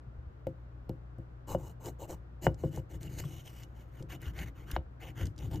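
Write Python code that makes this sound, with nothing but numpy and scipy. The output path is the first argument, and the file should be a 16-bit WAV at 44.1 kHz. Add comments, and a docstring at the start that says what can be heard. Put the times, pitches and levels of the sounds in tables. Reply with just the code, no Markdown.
"""Mains hum, soft ventilation noise and the dull rumble of hands open in a small workshop, with low bench bumps.
From 0.47 s a hollow plastic print knocks in damped pops and ringing modes; its support snaps in noise cracks.
From 1.47 s a small blade scrapes it close by: random stick-slip grit coloured by edge, shell and bench.
Between 2.3 and 4.5 s the part is lifted into the hand: the hiss changes face and the wall rings less.
Narrow-band creaks join the strokes from 2.04 s, and the scraping runs on almost to the end."""
import sys
import numpy as np
from scipy import signal
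from scipy.fft import rfft, irfft
from scipy.io import wavfile
from scipy.ndimage import uniform_filter1d

SR = 44100
rng = np.random.default_rng(int(sys.argv[2]) if len(sys.argv) > 2 else 0)


def master_out(mix):
    """Clip the mix to full scale and print it as 16-bit PCM to the path in sys.argv[1]."""
    frames = np.transpose(np.atleast_2d(mix))
    ceiling = np.clip(frames, -1, 1)
    pcm = np.round(ceiling * 32767).astype(np.int16)
    wavfile.write(sys.argv[1], SR, pcm)


N = 246959
TIME = np.arange(N) / SR
FREQ = np.fft.rfftfreq(2 * N, 1 / SR)


def undb(db):
    """Decibels to gain."""
    return 10 ** (np.asarray(db) / 20)


def unit(x):
    """Scale to rms 1."""
    return x / np.sqrt(np.mean(x ** 2))


def fade(t, t60):
    """Exponential decay, 60 dB down after t60."""
    return np.exp(-np.log(1000) * t / t60)


def add(track, s, sound):
    """Mix a sound into a track at time s."""
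    i = int(s * SR)
    track[i:i + len(sound)] += sound[:N - i]


def colour(x, points):
    """Minimum-phase filter drawn through (f/Hz, level/dB) points, by folding the cepstrum."""
    hz, db = np.transpose(points)
    size = 8192
    grid = np.maximum(np.fft.rfftfreq(size, 1 / SR), 1)
    curve_db = np.interp(np.log(grid), np.log(hz), db)
    cepstrum = irfft(np.log(undb(curve_db)))
    cepstrum[1:size // 2] *= 2
    cepstrum[size // 2 + 1:] = 0
    response = irfft(np.exp(rfft(cepstrum)))
    return signal.fftconvolve(x, response)[:len(x)]


def band(x, hz, q):
    """One resonance of quality q."""
    return signal.lfilter(*signal.iirpeak(hz, q, fs=SR), x)


def soften(x, hz):
    """Two-pole low-pass."""
    return signal.lfilter(*signal.butter(2, hz, fs=SR), x)


def brighten(x, hz, poles):
    """High-pass."""
    return signal.lfilter(*signal.butter(poles, hz, "high", fs=SR), x)


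def walk(rate):
    """Smooth random drift with an rms of 1, heading for a new value rate times a second."""
    k = int(SR / rate)
    steps = np.repeat(rng.standard_normal(N // k + 1), k)[:N]
    return unit(uniform_filter1d(steps, k))


# mains hum partials: f/Hz, level/dB (rms, about which each drifts)
HUM_PARTIALS = [(59.6, -51.5), (119.6, -55)]
# tone of the ventilation noise: f/Hz, level/dB (relative)
AIR_COLOUR = [(22, -14.5), (50, 5), (85, -2.5), (150, -11), (230, -10.5), (330, -16.5), (500, -15.5),
              (900, -22.5), (1400, -23), (2200, -35), (4000, -45), (8000, -57), (15000, -64)]


def workshop():
    """Mains hum over soft ventilation noise, whose long waves reach both ports alike."""
    hum = np.zeros(N)
    for hz, db in HUM_PARTIALS:
        level = undb(db + 1.0 * walk(2.7)) * np.sqrt(2)
        hum += level * np.sin(2 * np.pi * (hz * TIME + rng.random()))
    mid = unit(colour(rng.standard_normal(N), AIR_COLOUR))
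    side = unit(colour(rng.standard_normal(N), AIR_COLOUR))
    side = brighten(side, 350, poles=1)
    return hum + undb(-57.0) * mid, undb(-55.5) * side


def room(x, t60, treble_t60, wet_db, bass_apart=0.93):
    """Short diffuse echo, more alike at both ports in the bass; the treble differs and dies first."""
    t, out = TIME[:SR // 2], []
    common = rng.standard_normal(len(t))
    for _ in range(2):
        noise = rng.standard_normal(len(t))
        low = soften(common + bass_apart * noise, 740)
        high = brighten(noise, 700, poles=2)
        tail = 0.51 * low * fade(t, t60) + 0.68 * high * fade(t, treble_t60)
        tail = tail * (t > .004)
        # the hands and the bench top scatter the treble within a few milliseconds
        near = high * fade(t, .011) * (t > .0004)
        response = undb(wet_db) * tail / np.linalg.norm(tail)
        response = response + undb(-10.0) * near / np.linalg.norm(near)
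        out.append(signal.fftconvolve(x, response)[:N])
    return np.array(out)


# the two microphone ports: f/Hz, right's lead/rad, left minus right level/dB
PORT_OFFSETS = [(30, 0, 2), (130, 0, 2.4), (250, -.15, .3), (550, -.2, 4), (1300, .1, 2.6), (2200, -.1, 1),
                (3300, -.7, 1), (4600, -.1, 1), (5800, .4, 1), (7400, .1, 0), (8600, 1.7, 0),
                (9900, 3.1, 0), (11200, 4.6, 0), (12300, 6.1, 0), (13700, 6.5, 0), (15600, 9, 0)]


def ports(x):
    """Two ports a few centimetres apart: in step in the low bass, out of step in the treble."""
    hz, lead, pan_db = np.transpose(PORT_OFFSETS)
    # half the level and phase offset goes to each side
    half = undb(np.interp(FREQ, hz, pan_db) / 2) * np.exp(-.5j * np.interp(FREQ, hz, lead))
    spectrum = rfft(x, 2 * N)
    return irfft(np.array([spectrum * half, spectrum / half]))[:, :N]


# how the part is held, braced at first and then in the hand:
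# t/s, shell rasp level/dB and bench level/dB (against blade force, before the mix), hand rumble level/dB at PUSH_DB
GRIP_POINTS = [(1.5, -13.5, 8, -42), (2.1, -13.5, 7.5, -45), (2.5, -11, -0.5, -33.5),
               (2.9, -6.5, 4.5, -37.5), (3.2, -9, -6.5, -41), (3.55, -7.5, -12.5, -50.5),
               (3.85, -2, 2, -51), (4.3, 1, -5, -37.5), (5.05, 4, 5, -45.5), (5.25, 0, 3.5, -32),
               (5.6, -1.5, 5.5, -29.5)]


def grip():
    """Shell, bench and rumble levels in dB as the hold changes."""
    s, *columns = np.transpose(GRIP_POINTS)
    return [np.interp(TIME, s, db) for db in columns]


PUSH_DB = -48  # blade force at which the hands rumble at the grip's level
PUSH_SHARE, SWAY_S = 0.46, 0.029  # exponent by which rumble follows force; time constant of its lag
RESTING_DB = -59  # rumble of hands that only hold the part
# each knock jolts the hands: level against the knock, rise time constant, decay
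JOLT_DB, JOLT_RISE_S, JOLT_T60_S = -6, 0.011, 0.23
# tone of the hand rumble: f/Hz, level/dB (relative)
RUMBLE_COLOUR = [(25, -36), (42, -6.5), (55, 3), (85, 1.5), (115, 1), (155, -1.5), (215, -18), (325, -8.5),
                 (420, -23), (800, -46.5), (2000, -57.5)]


def hands(force):
    """Dull rumble of the hands: faint at rest, swelling behind each push, jolted by each knock."""
    push = (force / undb(PUSH_DB)) ** PUSH_SHARE
    keep = np.exp(-1 / (SWAY_S * SR))
    sway = signal.lfilter([1 - keep], [1, -keep], push) * undb(grip()[2])
    jolts, t = np.zeros(N), TIME[:SR // 2]
    for s, db, *_ in KNOCK_EVENTS:
        jolt = (1 - np.exp(-t / JOLT_RISE_S)) * fade(t, JOLT_T60_S)
        add(jolts, s, undb(db + JOLT_DB) * jolt)
    rumble = unit(colour(rng.standard_normal(N), RUMBLE_COLOUR))
    # level out the noise's own swells so that the hands alone shape it
    steady = rumble / np.sqrt(uniform_filter1d(rumble ** 2, int(.06 * SR)) + 1e-6)
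    return steady * np.sqrt(undb(RESTING_DB) ** 2 + sway ** 2 + jolts ** 2)


BUMP_CYCLES = 10  # swings until a bump is 60 dB down
# hand and part bump the bench: t/s, level/dB (before the soft attack), f/Hz
BUMP_EVENTS = [(0.07, -36, 131), (0.18, -30.5, 66), (0.269, -32, 71), (0.477, -35, 85), (0.902, -31, 150),
               (1.714, -38, 74.5), (2.472, -19.5, 108), (2.643, -25, 205), (2.779, -23.5, 119.6),
               (3.251, -23.5, 136), (3.364, -33, 80), (4.267, -26, 70.6), (4.4, -32, 74), (4.731, -24, 55),
               (4.78, -24.5, 64.6), (5.228, -19.5, 73.6), (5.552, -33, 80)]


def bumping():
    """Soft flesh against the bench excites only a low sway: one soft-edged, dying sine a bump."""
    out, t = np.zeros(N), TIME[:SR // 3]
    for s, db, hz in BUMP_EVENTS:
        sway = np.sin(2 * np.pi * hz * t) * fade(t, BUMP_CYCLES / hz)
        add(out, s, undb(db) * sway * (1 - np.exp(-t / 0.0058)))
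    return out


SNAP_T60_S = 0.014
# strands of support snap: t/s, level/dB (rms before the decay), centre f/Hz
SNAP_EVENTS = [(.4695, -53.5, 10000), (.469, -49.5, 2240), (0.8934, -52.5, 11400), (.894, -51.5, 3000),
               (1.184, -67, 11100), (1.5, -49, 6500), (1.8582, -40, 7440), (2.4676, -25.5, 1320),
               (2.544, -55.5, 6100), (2.761, -45.5, 7200), (3.0305, -46, 6600), (3.188, -41.5, 5960),
               (3.239, -43.5, 1620), (3.634, -49.5, 5000), (4.0252, -49, 6000), (4.217, -49.5, 10100),
               (4.257, -57, 2980), (4.3898, -38.5, 2580), (4.7134, -38.5, 13600), (4.716, -41.5, 4000),
               (4.719, -49, 6700), (4.7639, -31, 2020), (5.2125, -42, 2280), (5.256, -47, 7200),
               (5.269, -46.5, 6500), (5.3623, -61, 6000), (5.3796, -48.5, 5940), (5.388, -48.5, 4960),
               (5.5578, -47, 5960)]


def snapping():
    """Brittle strands break in short cracks, broad in band and dull above their own pitch."""
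    out, t = np.zeros(N), TIME[:SR // 10]
    for s, db, hz in SNAP_EVENTS:
        top = min(1.83 * hz, .45 * SR)
        crack = band(rng.standard_normal(len(t)), hz, q=1)
        crack = soften(soften(crack, top), top)
        add(out, s, undb(db) * unit(crack) * fade(t, SNAP_T60_S))
    return out


# wall of the hollow print: f/Hz, level/dB (relative), t60/s
WALL_PARTIALS = [(2920, 3, 0.069), (2900, -37, 0.046), (2760, -35, .03), (2260, -35, .035)]


def wall_ring():
    """The print's wall, struck once: a sum of decaying sines."""
    t = TIME[:SR // 4]
    return sum(undb(db) * np.sin(2 * np.pi * hz * t) * fade(t, t60) for hz, db, t60 in WALL_PARTIALS)


# colour of vibration through the bench: f/Hz, level/dB (relative)
BENCH_COLOUR = [(90, 0), (160, -6), (230, -13.5), (330, 0.5), (420, -2), (530, 3), (720, -2), (900, -0.5),
                (1150, -9), (1600, -23), (3000, -37.5)]


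def through_bench(x):
    """Vibration as the bench top passes it on, at rms 1."""
    return unit(colour(x, BENCH_COLOUR))


POP_EVEN_HZ = 387.4  # contact bandwidth at which the pop takes the knock's level
POP_DB_PER_OCTAVE = 18  # pop gain with harder contact
RING_DB = -43.5  # gain of the wall ring against the pop's
# bench top and part together: f/Hz, level/dB (relative), t60/s
BENCH_PARTIALS = [(63, -25, .25), (115, -2.5, 0.15), (146.4, 1, 0.18), (182, 0, 0.087), (259, -7.5, 0.19),
                  (332.1, -1, 0.18), (384, -3.5, 0.099), (495, 7, 0.028), (527, 1, 0.11),
                  (596, -4.5, 0.084), (653, -7, 0.04), (786, -22, .08), (915, -11, 0.038),
                  (1164, -26, 0.17), (1454, -9, 0.048)]
# the part knocks: t/s, level/dB (before the bench mix), contact bandwidth f/Hz, # settled pop f/Hz, pop t60/s
KNOCK_EVENTS = [(0.4688, -33, 553, 517, 0.053), (0.8942, -33, 500, 547, 0.014),
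                (1.185, -37, 385, 475, 0.024), (1.5486, -28.5, 750, 549, 0.02),
                (2.4676, -23, 1045, 537, 0.0057), (2.6372, -23.5, 455, 503, 0.024),
                (2.7748, -35.5, 650, 630, 0.0078), (3.24, -49, 660, 1050, .012),
                (4.005, -37, 236, 400, 0.016), (4.023, -41.5, 370, 604, 0.012),
                (4.764, -35, 1150, 673, 0.007), (5.2108, -40.5, 774, 1500, 0.0032)]


def knocking():
    """A quickly damped pop of the hollow part with the bench's modes and the ring of the wall."""
    out, t = np.zeros(N), TIME[:SR // 2]
    onset = 1 - np.exp(-t / 0.0012)
    for s, bench_db, contact_hz, hz, t60 in KNOCK_EVENTS:
        pop_db = bench_db + POP_DB_PER_OCTAVE * np.log2(contact_hz / POP_EVEN_HZ)
        # the pop starts sharp and sinks, the more so the harder the contact
        pitch = hz * (1 + contact_hz / 1350 * np.exp(-t / 0.00075))
        pop = np.sin(2 * np.pi * np.cumsum(pitch) / SR) * fade(t, t60) * onset
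        modes = np.zeros(len(t))
        for f, db, ring_t60 in BENCH_PARTIALS:
            modes += undb(db) * np.sin(2 * np.pi * (f * t + rng.random())) * fade(t, ring_t60)
        rattle = through_bench(rng.standard_normal(len(t))) * fade(t, 0.069)
        # softer contact dulls the bench
        bench = soften((undb(-5.0) * modes + undb(-4.5) * rattle) * onset, contact_hz)
        add(out, s, undb(pop_db) * pop + undb(bench_db) * bench)
        add(out, s, undb(pop_db + RING_DB) * wall_ring())
    return out


CREAK_S = .028
# the edge catches: middle t/s, level/dB (rms at the top of the swell), f/Hz
CREAK_EVENTS = [(2.042, -62, 2830), (3.076, -58, 2884), (3.255, -60, 3400), (3.402, -61.5, 3160),
                (3.475, -52.5, 3010), (4.264, -51, 2890), (5.04, -57.5, 2670)]


def squeaking():
    """The edge catches for a moment and the plastic creaks at one pitch: swelled narrow-band noise."""
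    out = np.zeros(N)
    swell = np.hanning(int(CREAK_S * SR))
    for s, db, hz in CREAK_EVENTS:
        # the end of the noise, where the resonance has built up
        tone = unit(band(rng.standard_normal(SR // 4), hz, q=30))[-len(swell):]
        add(out, s - CREAK_S / 2, undb(db) * swell * tone)
    return out


RELEASE_S = 0.025  # the blade lets go
SWELL_DB = 3  # the force is greater at mid-stroke than at its ends
# blade strokes: start t/s, end t/s, mid-stroke force level/dB (at full contact), time to dig in t/s
STROKE_EVENTS = [(1.47, 1.564, -48.5, 0.015), (1.564, 1.733, -60.5, 0.032), (1.796, 1.85, -60.5, 0.012),
                 (1.826, 1.914, -49, 0.019), (1.985, 2.069, -53.5, 0.025), (2.074, 2.156, -48, 0.028),
                 (2.411, 2.486, -44.5, 0.031), (2.572, 2.704, -61.5, .014), (2.7, 2.809, -54.5, 0.048),
                 (2.891, 2.982, -58.5, 0.019), (3.002, 3.092, -54, 0.0071), (3.086, 3.204, -56, .012),
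                 (3.162, 3.233, -44.5, 0.022), (3.198, 3.439, -55, .015), (3.431, 3.527, -54.5, 0.031),
                 (3.5, 3.66, -58, 0.038), (3.627, 3.99, -79.5, .02), (3.736, 3.85, -66, 0.033),
                 (3.913, 4.028, -62.5, 0.098), (4.085, 4.175, -52.5, 0.016), (4.196, 4.323, -58, 0.032),
                 (4.326, 4.456, -51.5, 0.077), (4.445, 4.506, -59, 0.015), (4.54, 4.662, -68, 0.032),
                 (4.651, 4.787, -58, 0.048), (4.995, 5.124, -59, 0.016), (5.145, 5.253, -50.5, .07),
                 (5.243, 5.293, -60.5, .015), (5.364, 5.498, -61, 0.044), (5.499, 5.588, -55, 0.017)]


def blade_force():
    """Every stroke bites, swells towards its middle and lets go; overlapping strokes add in power."""
    power = np.zeros(N)
    for start, end, db, bite in STROKE_EVENTS:
        dig = np.clip((TIME - start) / bite, 0, 1)
        release = np.clip((end - TIME) / RELEASE_S, 0, 1)
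        arch = np.sin(np.pi * (TIME - start) / (end - start))
        power += (undb(db + SWELL_DB * (arch - 1)) * dig * release) ** 2
    return np.sqrt(power)


def slips(per_s, spread_db):
    """Tiny stick-slip releases of uneven size as the edge crosses layer lines."""
    hit = rng.random(N) < per_s / SR
    size = undb(spread_db * np.minimum(rng.exponential(size=N), 4))
    return unit(hit * rng.choice([-1, 1], N) * size)


def rim_echo(x, lag_s, travel, share):
    """Vibration returns from the rim; the lag wanders as the blade travels, so the colour shifts."""
    lag = lag_s * np.exp(travel * walk(9))
    echo = np.interp(np.arange(N) - lag * SR, np.arange(N), x)
    return unit(x + share * echo)


HELD_DAMPING = 0.72  # share of the drive to the wall's ring that the hand takes away
# the part leaves the bench: start t/s, end t/s
LIFT_SPAN = [2.3, 4.53]
# edge hiss with the part braced on the bench: f/Hz, level/dB (relative)
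BRACED_COLOUR = [(2500, -37), (3500, -20), (4200, -2.5), (4700, -10), (5400, -6.5), (6500, 2.5), (7200, -1),
                 (8000, -1.5), (9000, -9), (10500, -9.5), (12000, -5), (13800, -6.5), (15500, -4)]
# edge hiss with the part held in the hand: f/Hz, level/dB (relative)
HELD_COLOUR = [(2500, -32), (3700, 0), (4400, 1), (5300, -2.5), (6000, 1), (7100, 0), (7800, -20.5),
               (8600, -1), (9500, -18), (11500, -7.5), (12500, -9.5), (13800, 2), (15500, -19)]
# colour of a scrape through the shell: f/Hz, level/dB (relative)
SHELL_COLOUR = [(250, -13), (600, 10), (1100, 10.5), (1600, 6.5), (2300, 5), (2700, 3.5), (3100, -0.5),
                (3550, -8.5), (4300, 0), (8000, -29.5)]


def scraping(edge):
    """Each stroke chatters at the edge, in the shell and, through the grip, in the bench."""
    shell_db, bench_db, _ = grip()
    shell, bench = edge * undb(shell_db), edge * undb(bench_db)
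    roughness_db = 1.63 * walk(160) + 0.85 * walk(40)
    grit = slips(per_s=2600, spread_db=0.5) * undb(roughness_db)
    # now and then the edge hooks a whole layer line and lets go with a coarser tick
    grit = grit + undb(-9.5) * slips(per_s=170, spread_db=-1.8)
    grit = rim_echo(grit, lag_s=0.0006005, travel=0.407, share=0.51)
    # lifting the part into the hand damps its wall and turns another face to the microphone
    held = np.interp(TIME, LIFT_SPAN, [0, 1])
    hiss = (1 - held) * unit(colour(grit, BRACED_COLOUR)) + held * unit(colour(grit, HELD_COLOUR))
    ring = wall_ring()
    drive = grit * shell * (1 - HELD_DAMPING * held)
    singing = signal.fftconvolve(drive, ring / np.linalg.norm(ring))[:N]
    rasp = undb(-0.5 + 1.9 * held) * shell * unit(colour(grit, SHELL_COLOUR))
    chatter = undb(-0.5) * bench * through_bench(grit)
    return undb(-3.5) * edge * hiss + rasp + chatter + undb(-1.5) * singing


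def scene():
    """The handwork close by, the workshop around it."""
    force = blade_force()
    steady, diffuse = workshop()
    work = hands(force) + bumping() + snapping() + knocking() + squeaking() + scraping(force)
    echo = room(work, t60=0.24, treble_t60=0.16, wet_db=-17.0)
    # the diffuse air has opposite sign at the two ports
    return ports(work + steady) + echo + diffuse * np.array([[1], [-1]])


TOP_HZ = 15500


def record(dry):
    """The recorder cuts the top with a steep low-pass."""
    return signal.sosfilt(signal.ellip(10, .2, 70, TOP_HZ, fs=SR, output="sos"), dry)


dry = scene()
out = record(dry)
master_out(out)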